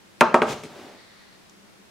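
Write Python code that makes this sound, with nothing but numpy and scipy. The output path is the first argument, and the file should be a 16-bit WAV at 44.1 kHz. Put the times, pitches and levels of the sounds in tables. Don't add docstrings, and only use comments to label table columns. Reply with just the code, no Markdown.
import sys
import numpy as np
from scipy import signal
from scipy.fft import rfft, irfft
from scipy.io import wavfile
from scipy.ndimage import uniform_filter1d

SR = 44100
rng = np.random.default_rng(int(sys.argv[2]) if len(sys.argv) > 2 else 0)


def pcm_store(signal):
    levels = np.round(np.clip(np.atleast_2d(signal), -1, 1) * 32767)
    wavfile.write(sys.argv[1], SR, levels.astype(np.int16).T)


N = 83790

# (time [s], table level [dB], contact time [ms], spot pitch [Hz], spot lift [dB],
# tick level [dB], tick dulling [ms], bright tail level [dB])
CONTACTS = [(.2090, -16, 0.28, 1580, 6, -1.5, 0.082, -45), (0.2115, 2, 0.6, 983, 4.5, -11, 0.11, -31),
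            (.3430, 0.5, 0.7, 243, 1.5, -11, 0.097, -9), (0.419, -4, 0.76, 1230, 6.5, -6.5, 0.31, -10.5),
            (0.6356, -16, 3.6, 414, 6.5, -30, 0.058, -16), (0.6414, -19.5, 5.8, 97, 12.5, -36, 0.095, -39),
            (0.6541, -28, 5.1, 110, 17.5, -32, 0.14, -26)]
BASS_CUT_HZ = 223
def knocks():
    out = 0
    for start_s, table_db, contact_ms, spot_hz, spot_db, tick_db, dulling_ms, tail_db in CONTACTS:
        top = undb(table_db) * soften(table_top(spot_hz, spot_db), contact_ms)
        tick = undb(tick_db) * soften(die_tick(), dulling_ms)
        tail = undb(tail_db) * bright_tail()
        out = out + at(start_s, top + tick + tail)
    return signal.sosfilt(signal.butter(3, BASS_CUT_HZ, "high", fs=SR, output="sos"), out)


# (frequency [Hz], level [dB], t60 [s])
TABLE_MODES = [(103.6, -15, .45), (168.7, -14, .2), (236.5, -3.5, 0.098), (371.3, -4.5, 0.083),
               (438.6, -6.5, 0.096), (600.6, -5.5, .16), (641, -12.5, .2), (769, -15.5, 0.13),
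               (813, -15.5, 0.078), (921.3, -2, 0.06), (1040, -19, .2), (1127, -10, 0.11),
               (1193.5, -8, 0.099), (1256, -12.5, 0.26), (1302, -11, 0.23), (1408, -7.5, 0.051),
               (1593, -8, 0.12), (1813, -11.5, 0.062)]
# (frequency [Hz], density [dB], t60 [s])
TABLE_BANDS = [(90, -10, 0.22), (304.3, -5.5, .15), (800, -3, 0.16), (1338, 6, 0.059), (1907, -9.5, .06),
               (2450, 1, 0.0543), (3270, -11, 0.12), (6000, -19.5, 0.0533), (15000, -34, .04)]
MODES_DB, DENSE_DB, SPOT_SPREAD_DB = -10, 17, 2.3
def table_top(spot_hz, spot_db):
    offsets_db = SPOT_SPREAD_DB * rng.standard_normal(len(TABLE_MODES))
    modes = sum(undb(MODES_DB + db + offset_db) * mode(hz, t60_s)
                for (hz, db, t60_s), offset_db in zip(TABLE_MODES, offsets_db))
    top = modes + undb(DENSE_DB) * ring(TABLE_BANDS, width=0.27)
    near_pitch = signal.lfilter(*signal.iirpeak(spot_hz, Q=6.7, fs=SR), top)
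    return top + (undb(spot_db) - 1) * near_pitch


# (frequency [Hz], density [dB], t60 [s])
TICK_BANDS = [(900, -10, .03), (2292, 8.5, .03), (4500, -5.5, 0.038), (9340, -9.5, 0.039),
              (15500, -19, 0.032)]
TICK_DB, SNAP_DB, TICK_WIDTH = 5.5, 0.5, 0.48
def die_tick():
    snap = undb(SNAP_DB) * mode(hz=2300, t60_s=0.004, wave=np.cos)
    return undb(TICK_DB) * ring(TICK_BANDS, TICK_WIDTH) + snap


# (frequency [Hz], density [dB], t60 [s])
TAIL_BANDS = [(1000, -10, 0.14), (2500, 3.5, 0.12), (4500, -3.5, 0.22), (9010, -7.5, .17),
              (15000, -23.5, 0.084)]
def bright_tail():
    return ring(TAIL_BANDS, TICK_WIDTH)


# (time [s], level [dB])
SKID_ENVELOPE = [(.45, -56), (.475, -37), (.5, -31.5), (.53, -32), (.555, -43), (.62, -49), (.72, -67)]
# (frequency [Hz], density [dB])
SKID_SPECTRUM = [(40, -19), (90, 4), (200, 9), (700, 3), (1500, -3.5), (2800, -2.5), (4800, -8),
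                 (6500, -7.5), (8500, -15.5), (15000, -27.5)]
def skid():
    return swell(SKID_ENVELOPE, SKID_SPECTRUM, width=0.45, grain_hz=430, grain_db=0.5)


# (time [s], level [dB])
RUB_ENVELOPE = [(.55, -71), (.66, -48.5), (.78, -43.5), (.86, -45.5), (.95, -51.5), (1.08, -73)]
# (frequency [Hz], density [dB])
RUB_SPECTRUM = [(59, -43), (100, -16), (305, -2), (545, -7), (630, -5.5), (1220, -13.5), (1470, -14.5),
                (4490, -22), (14000, -40)]
def rubbing():
    return swell(RUB_ENVELOPE, RUB_SPECTRUM, width=0.36, grain_hz=140, grain_db=-0.2)


# (frequency [Hz], density [dB], t60 [s])
CLICK_BANDS = [(2500, -14, .03), (4200, -8, 0.022), (7000, -0.5, 0.022), (9000, -27, .03)]
CLICK_S, CLICK_DB = 1.496, -27.5
def faint_click():
    return at(CLICK_S, undb(CLICK_DB) * ring(CLICK_BANDS, TICK_WIDTH))


# (frequency [Hz], density [dB], t60 [s])
ROOM_BANDS = [(100.7, 0.5, 0.67), (300, -1.5, .6), (700, 2, 0.44), (1300, 1.5, 0.4), (2500, -4, 0.46),
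              (5900, -2, 0.43), (14100, -17, 0.1946)]
ECHO_DELAY_S, ECHO_DB = 0.005, -13
def room_echo(near):
    response = at(ECHO_DELAY_S, ring(ROOM_BANDS, width=0.44))
    return undb(ECHO_DB) * signal.fftconvolve(near.mean(0)[None], response, axes=1)[:, :N]


# (time [s], level [dB])
HISS_ENVELOPE = [(.85, -62), (1.0, -55), (1.3, -59), (1.45, -65), (1.7, -84)]
# (frequency [Hz], density [dB])
HISS_SPECTRUM = [(200, -12), (1400, -3), (1950, 6), (2700, -10), (4200, 1), (6500, -17), (14000, -44)]
def faint_hiss():
    return swell(HISS_ENVELOPE, HISS_SPECTRUM, width=0.7, grain_hz=41, grain_db=1.2)


# (frequency [Hz], density [dB])
AIR_SPECTRUM = [(30, -19), (70, -14.5), (120, -8.5), (160, -12), (197, -0.5), (240, -9), (320, -7.5),
                (600, -13.5), (1400, -15.5), (2000, -17), (5000, -22), (10000, -28.5), (15500, -38)]
AIR_DB, AIR_WAVER_DB = -55.5, -0.04
def room_noise():
    return undb(AIR_DB + AIR_WAVER_DB * flutter(rate_hz=15)) * noise(AIR_SPECTRUM, width=1)


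def undb(db):
    return 10 ** (np.asarray(db) / 20)


def at(start_s, x):
    return np.pad(x, ((0, 0), (int(start_s * SR), 0)))[:, :N]


def mode(hz, t60_s, wave=np.sin):
    t = np.arange(N) / SR
    return wave(2 * np.pi * hz * t) * np.exp(-np.log(1000) * t / t60_s)


def soften(x, push_ms):
    cutoff_hz = min(1000 / push_ms, SR * .45)
    return signal.sosfilt(signal.butter(2, cutoff_hz, fs=SR, output="sos"), x)


NARROW_HZ = 1400
def noise(spectrum, width):
    points, hz = np.array(spectrum), np.arange(N // 2 + 1) * SR / N + 1
    gain = undb(np.interp(np.log(hz), np.log(points[:, 0]), points[:, 1]))
    side_gain = hz / np.hypot(hz, NARROW_HZ * max(1 - width, 0))
    white = rfft(rng.standard_normal((2, N)))
    mid, side = irfft(white * [gain, gain * side_gain], N)
    return (mid + width * side * np.array([[1], [-1]])) / mid.std()


def ring(bands, width):
    t, log_hz = np.arange(N) / SR, np.log(np.arange(N // 2 + 1) * SR / N + 1)
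    bands, spectrum = np.array(bands), rfft(noise(bands, width))
    out = 0
    for share, t60_s in zip(np.eye(len(bands)), bands[:, 2]):
        band = irfft(spectrum * np.interp(log_hz, np.log(bands[:, 0]), share), N)
        out = out + band * np.exp(-np.log(1000) * t / t60_s)
    return out / np.sqrt(np.sum(out ** 2) / 2)


def flutter(rate_hz):
    size = int(SR / rate_hz)
    wobble = uniform_filter1d(uniform_filter1d(rng.standard_normal(N), size), size)
    return wobble / wobble.std()


def swell(envelope, spectrum, width, grain_hz, grain_db):
    db = np.interp(np.arange(N) / SR, *np.array(envelope).T, left=-np.inf, right=-np.inf)
    return undb(db + grain_db * flutter(grain_hz)) * noise(spectrum, width)


BALANCE_DB = 0.65
def scene():
    near = knocks() + skid() + rubbing() + faint_click()
    mix = near + room_echo(near) + room_noise() + faint_hiss()
    return mix * undb(np.array([[BALANCE_DB], [-BALANCE_DB]]) / 2)


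CLIP_LEVEL, TOP_HZ = 0.98, 15700
def record(dry):
    clipped = np.clip(dry, -CLIP_LEVEL, CLIP_LEVEL)
    return signal.sosfilt(signal.ellip(8, .2, 70, TOP_HZ, fs=SR, output="sos"), clipped)


dry = scene()
out = record(dry)
pcm_store(out)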